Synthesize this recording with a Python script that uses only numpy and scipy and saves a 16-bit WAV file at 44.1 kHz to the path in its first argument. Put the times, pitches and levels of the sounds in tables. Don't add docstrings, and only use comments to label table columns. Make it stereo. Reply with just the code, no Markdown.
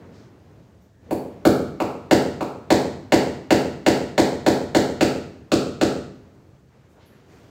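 import sys
import numpy as np
from scipy import signal
from scipy.fft import rfft, irfft
from scipy.io import wavfile
from scipy.ndimage import uniform_filter1d

SR = 44100
rng = np.random.default_rng(int(sys.argv[2]) if len(sys.argv) > 2 else 0)


def voltage_ratio(decibels):
    exponent = np.asarray(decibels, float) / 20
    return 10 ** exponent


def wav_record(signal):
    frames = np.transpose(np.atleast_2d(signal))
    bounded = np.clip(frames, -1, 1)
    quanta = np.round(bounded * 32767).astype(np.int16)
    wavfile.write(sys.argv[1], SR, quanta)


N = 330744

# (time [s], push level [dB], contact time [ms], crack level [dB], steel ring level [dB])
BLOWS = [(1.108, -13.5, 1.3, -50.5, -48), (1.451, -5.6, 1.15, -33, -41), (1.8007, -18, 0.666, -43, -59),
         (2.1095, -7, 0.981, -28, -31.5), (2.4068, -21.5, 0.6506, -46, -54),
         (2.7031, -8.5, 0.898, -28, -37), (3.1205, -8, 0.931, -28, -36), (3.5052, -8, 0.98, -29, -37),
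         (3.8625, -8.5, 0.977, -28, -36.5), (4.178, -9, 0.915, -28, -36.5), (4.4625, -9, 0.954, -30, -43),
         (4.747, -9, 0.988, -28.5, -29.5), (5.008, -9.5, 1.069, -29.5, -35), (5.5169, -9, 1.245, -29, -43),
         (5.8112, -10, 1.128, -30.5, -42)]
# (frequency [Hz], level [dB])
WALL_RADIATION = [(30, -36.5), (60, -17.5), (110, -15.5), (160, -9.5), (250, -2.5), (400, -2), (700, 0),
                  (1000, 1.5), (1330, 5.5), (1650, -2), (2200, 1), (2800, 1), (3100, -15), (16000, -43.5)]
# (frequency [Hz], level [dB])
CRACK_COLOUR = [(1000, -54.5), (2000, -3), (2700, -4), (3200, -5), (4400, -1), (6000, -7.5), (7600, -8),
                (8600, -15.5), (9600, -28), (16000, -52.5)]
# (frequency [Hz], level [dB], decay time T60 [s])
STEEL_MODES = [(4462, 9, 0.04), (4700, -5.5, 0.026), (7000, -6, .05), (7468, -4, .015), (7957, -10, .02)]
# (frequency [Hz], level [dB])
FIZZ_COLOUR = [(5500, -19), (7000, 1), (9500, -3), (11000, -3), (13500, -1), (15300, -4.5), (17000, 4.5)]
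# (time [s], level [dB])
FRAME_TICKS = [
    (7.058, -41.5),
    (7.078, -66),
]
# (time after blow [s], level [dB], right lag [ms])
BASS_ECHOES = [(.003, -1, .5), (.006, -3.5, .5), (0.0116, -4, .3), (0.0199, 4, .1), (.032, -9, .1),
               (0.0661, -1, .1)]
# (time after blow [s], left level [dB], right level [dB])
TREBLE_ARRIVALS = [(.0006, 1.5, 2), (.0035, -20, -9.5), (.0065, -23.5, -14), (0.0178, -11.5, -2),
                   (0.018, -4, 0.5), (.023, 1.5, -1.5)]
# (frequency [Hz], decay time T60 [s])
ROOM_DECAY = [(100, 1.12), (260, 0.6745), (700, 0.613), (1840, 0.6254), (4850, 0.59), (12800, 0.442)]
# (frequency [Hz], level [dB], decay time T60 [s])
STANDING_WAVES = [(62, 2, .25), (86, -5, .9), (141, -1, .8), (206, -2, .6), (257, 1, .62), (272, -6, .6),
                  (306, -5, .6), (332, 1, .6), (368, -5, .6), (408, 1, .6), (455, -6, .6), (484, -4, .6),
                  (550, -3, .6), (584, -3, .6), (622, -4, .6)]
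# (frequency [Hz], left over right [dB])
BODY_SHADING = [(60, -5), (100, 4.5), (180, 1.5), (310, 0.5), (550, -2), (950, 5.5), (1650, 6), (2860, 5),
                (4970, 2), (8640, 13), (15000, 15)]
# (frequency [Hz], density [dB per Hz])
AIR_SPECTRUM = [(25, -57.5), (45, -34), (80, -4.5), (135, -10), (250, -13.5), (450, -16), (800, -24.5),
                (1500, -31), (2500, -39.5), (4500, -42.5), (6500, -43.5), (8500, -49.5), (9500, -55),
                (15000, -54.5)]
# (frequency [Hz], left over right [dB])
AIR_BALANCE = [(60, -1), (150, 2), (380, -1), (950, 5), (2380, 11.5), (5980, 6.5), (15000, 8)]
# (time [s], level [dB])
STREET_SWELL = [(0, 4.5), (.22, 3.5), (.42, 0.5), (.52, 1.5), (.7, -0.5), (1.0, -4.5), (1.1, 4.5),
                (6.33, 0.5), (6.45, -1), (6.54, -0.5), (6.62, -3.5), (6.9, -4), (6.98, -1), (7.18, -0.5),
                (7.33, 1), (7.5, 0.5)]
# (frequency [Hz], depth of swell [dB per dB])
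SWELL_DEPTH = [(100, 0.6), (500, 1.6242), (2500, 1.32), (8000, 0.34), (12000, 0.55)]
# (time [s], length [s], level over the air [dB], centre [Hz], width [octaves])
RUSTLES = [(.12, 0.18, 11.5, 4800, 0.63), (0.801, 0.08, 2.5, 6000, 0.21), (0.809, .08, 8, 13500, .3),
           (0.933, 0.13, 5, 1750, 0.124), (1.023, .12, -1, 2500, 1.2), (6.68, .4, 1, 1600, 1.4),
           (6.89, .09, 6, 11000, .6), (6.952, 0.13, 5, 900, .6), (6.995, .12, 10, 3500, .7),
           (7.047, .1, 9, 11500, 0.27), (7.08, 0.27, 4.5, 2500, 1.2), (7.271, 0.36, 7.5, 4500, 2.2)]
# (frequency [Hz], level [dB])
HISS_COLOUR = [(2000, -21.5), (6000, 4), (9000, -4), (12000, -10), (16000, 2)]

FIZZ_DB, FIZZ_PER_PUSH, GRIT_SPENT_DB_PER_S = -24.5, 1.05, .2
SEATED_S, SEATED_DB = 5.3, 3
ROUND_HARD, ROUND_PER_DB2, CLEAN_CRACK_DB = .29, .011, -27
RING_RISE_S = .0008
FAR_WALL_S = .0254
PORT_GAP = 21
RUSTLE_RISE = 0.19
EDGE_HZ = 15850


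def hammering():
    dry = np.zeros(N + 4096)
    for s, push_db, *strength in BLOWS:
        fizz_db = FIZZ_DB + FIZZ_PER_PUSH * push_db - GRIT_SPENT_DB_PER_S * s
        fizz_db -= SEATED_DB * (s > SEATED_S)
        dry[round(s * SR):][:4096] += blow(push_db, *strength, fizz_db)
    impulse = np.arange(4096) == 0
    for s, db in FRAME_TICKS:
        dry[round(s * SR):][:4096] += voltage_ratio(db) * band(impulse, 10400, 13000)
    reverberant = signal.fftconvolve(dry[None], room(), axes=1)[:, :N]
    return shaded(reverberant, BODY_SHADING)


def blow(push_db, contact_ms, crack_db, ring_db, fizz_db):
    t = np.arange(4096) / SR
    phase = t * 1000 / contact_ms
    roundness = ROUND_HARD + ROUND_PER_DB2 * max(CLEAN_CRACK_DB + push_db - crack_db, 0) ** 2
    force = abs(np.sin(np.pi * np.clip(phase, 0, 1))) ** roundness
    force = force * (t * 1000 < contact_ms) / contact_ms
    force = force * np.exp(-.55 * phase)
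    push = signal.fftconvolve(force, causal(WALL_RADIATION))[:4096] / 20

    detune = rng.uniform(1.0, 1.007, len(STEEL_MODES))
    ring = np.zeros(4096)
    for (mode_hz, db, t60), shift in zip(STEEL_MODES, detune):
        ring += voltage_ratio(db - 60 * t / t60) * np.sin(2 * np.pi * mode_hz * shift * t)
    ring = unit(ring) * np.minimum(t / RING_RISE_S, 1)

    hz = np.geomspace(500, 20000, 60)
    crack_power = voltage_ratio(crack_db + 31.0 + read(CRACK_COLOUR, hz)) ** 2
    fizz_power = voltage_ratio(fizz_db + 15.5 + read(FIZZ_COLOUR, hz)) ** 2
    snap = causal(np.transpose([hz, 10 * np.log10(crack_power + fizz_power)]))
    return voltage_ratio(push_db + 23.0) * push + scattered(snap) + voltage_ratio(ring_db + 13) * ring


def scattered(x):
    radius = .75
    for hz in rng.uniform(3890, 15525, 6):
        pole = np.array([1, -2 * radius * np.cos(2 * np.pi * hz / SR), radius ** 2])
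        x = signal.lfilter(pole[::-1], pole, x)
    return x


def room():
    size = SR
    hz, t, z = signal.stft(diffuse(size, 0.518), SR, nperseg=512)
    decay = voltage_ratio(-60 * t / read(ROOM_DECAY, hz)[:, None])
    tail = signal.istft(z * decay, SR, nperseg=512)[1][:, :size]

    t = np.arange(size) / SR
    standing = np.zeros(size)
    for mode_hz, db, t60 in STANDING_WAVES:
        standing += voltage_ratio(db - 60 * t / t60) * np.cos(2 * np.pi * mode_hz * (t - FAR_WALL_S))
    echoes = np.zeros((2, size))
    for s, db, lag_ms in BASS_ECHOES:
        echoes[0, round(s * SR)] += voltage_ratio(db + 9.0)
        echoes[1, round((s + lag_ms / 1000) * SR)] += voltage_ratio(db + 9.0)
    build = 1 - np.exp(-(t / 0.00601) ** 2)
    low = band(build * (voltage_ratio(-11.0) * tail + voltage_ratio(-33.5) * standing), 51, 601.3)
    low = low + band(echoes, 5, 855)

    corner = (1 - np.exp(-t / .0006)) * np.exp(-t / .005)
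    knock = band(tail * corner * voltage_ratio(np.array([[-2], [-7]])), 1280, 3164)
    middle = band(tail * (voltage_ratio(-11.0) * build + voltage_ratio(-2) * corner), 702.7, 2632)

    glints = np.zeros((2, size))
    for s, left_db, right_db in TREBLE_ARRIVALS:
        smear = voltage_ratio(-60 * abs(t - s) / .012) * (t > s - .0004)
        glints += voltage_ratio(np.array([[left_db], [right_db]])) * smear
    treble = band(voltage_ratio(-17.0) * tail * (1 - np.exp(-t / 0.0028) + glints), 2376, 19116)
    return low + middle + knock + treble


def diffuse(size, toward_left):
    cosines = np.linspace(-1, 1, 15)
    waves = rng.standard_normal((15, size)) * np.exp(toward_left * cosines)[:, None]
    right = sum(np.roll(w, round(PORT_GAP * c)) for w, c in zip(waves, cosines))
    return evened(np.array([waves.sum(0), right]))


def shaded(x, balance):
    db = read(balance, np.fft.rfftfreq(x.shape[1], 1 / SR)) / 2
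    return irfft(rfft(x) * voltage_ratio(np.array([db, -db])), x.shape[1])


def causal(points):
    cepstrum = irfft(np.log(voltage_ratio(read(points, np.fft.rfftfreq(8192, 1 / SR)))))
    cepstrum[1:4096] *= 2
    cepstrum[4097:] = 0
    return irfft(np.exp(rfft(cepstrum)))[:4096]


def band(x, lo_hz, hi_hz):
    return signal.sosfilt(signal.butter(3, [lo_hz, hi_hz], "band", fs=SR, output="sos"), x)


def read(points, hz):
    f, value = np.transpose(points)
    return np.interp(np.log(hz + 1), np.log(f + 1), value)


def evened(x):
    return x / np.sqrt(np.mean(x ** 2) + 1e-20)


def unit(x):
    return x / np.sqrt(np.sum(x ** 2) + 1e-20)


def rustle(hz, t, start, length, db, centre_hz, octaves):
    u = (t - start) / length
    stroke = np.clip(np.minimum(u / RUSTLE_RISE, (1 - u) / (1 - RUSTLE_RISE)), 0, 1)
    hump = np.exp(-(np.log2((hz[:, None] + 1) / centre_hz) / octaves) ** 2)
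    return voltage_ratio(2 * db) * hump * stroke


def air():
    hz, t, z = signal.stft(diffuse(N, 0.515), SR, nperseg=1024)
    patches = uniform_filter1d(rng.standard_normal(z.shape[1:]), 10, 0)
    patches = evened(uniform_filter1d(patches, 5, 1))
    z = z * voltage_ratio(read(AIR_SPECTRUM, hz)[:, None] + 0.876 * patches)
    swell_db = np.interp(t, *np.transpose(STREET_SWELL))
    street = voltage_ratio(2 * read(SWELL_DEPTH, hz)[:, None] * swell_db)
    power = street + sum(rustle(hz, t, *row) for row in RUSTLES)
    noise = signal.istft(z * np.sqrt(power), SR, nperseg=1024)[1][:, :N]
    return voltage_ratio(-47.5) * shaded(evened(noise), AIR_BALANCE)


def scene():
    return hammering() + air()


def top_cut(x):
    return signal.sosfilt(signal.butter(12, 17050, fs=SR, output="sos"), x)


def record(dry):
    hiss_response = unit(causal(HISS_COLOUR))[None]
    hiss = signal.fftconvolve(rng.standard_normal((2, N)), hiss_response, axes=1)[:, :N]
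    bass_cut = signal.butter(3, 50, "high", fs=SR, output="sos")
    heard = signal.sosfilt(bass_cut, dry + voltage_ratio(-80.5) * hiss)
    band_limit = signal.firwin(301, EDGE_HZ, window=("kaiser", 8), fs=SR)
    heard = signal.oaconvolve(heard, band_limit[None], "same")
    return top_cut(np.clip(heard, -1, 1))


dry = scene()
out = record(dry)
wav_record(out)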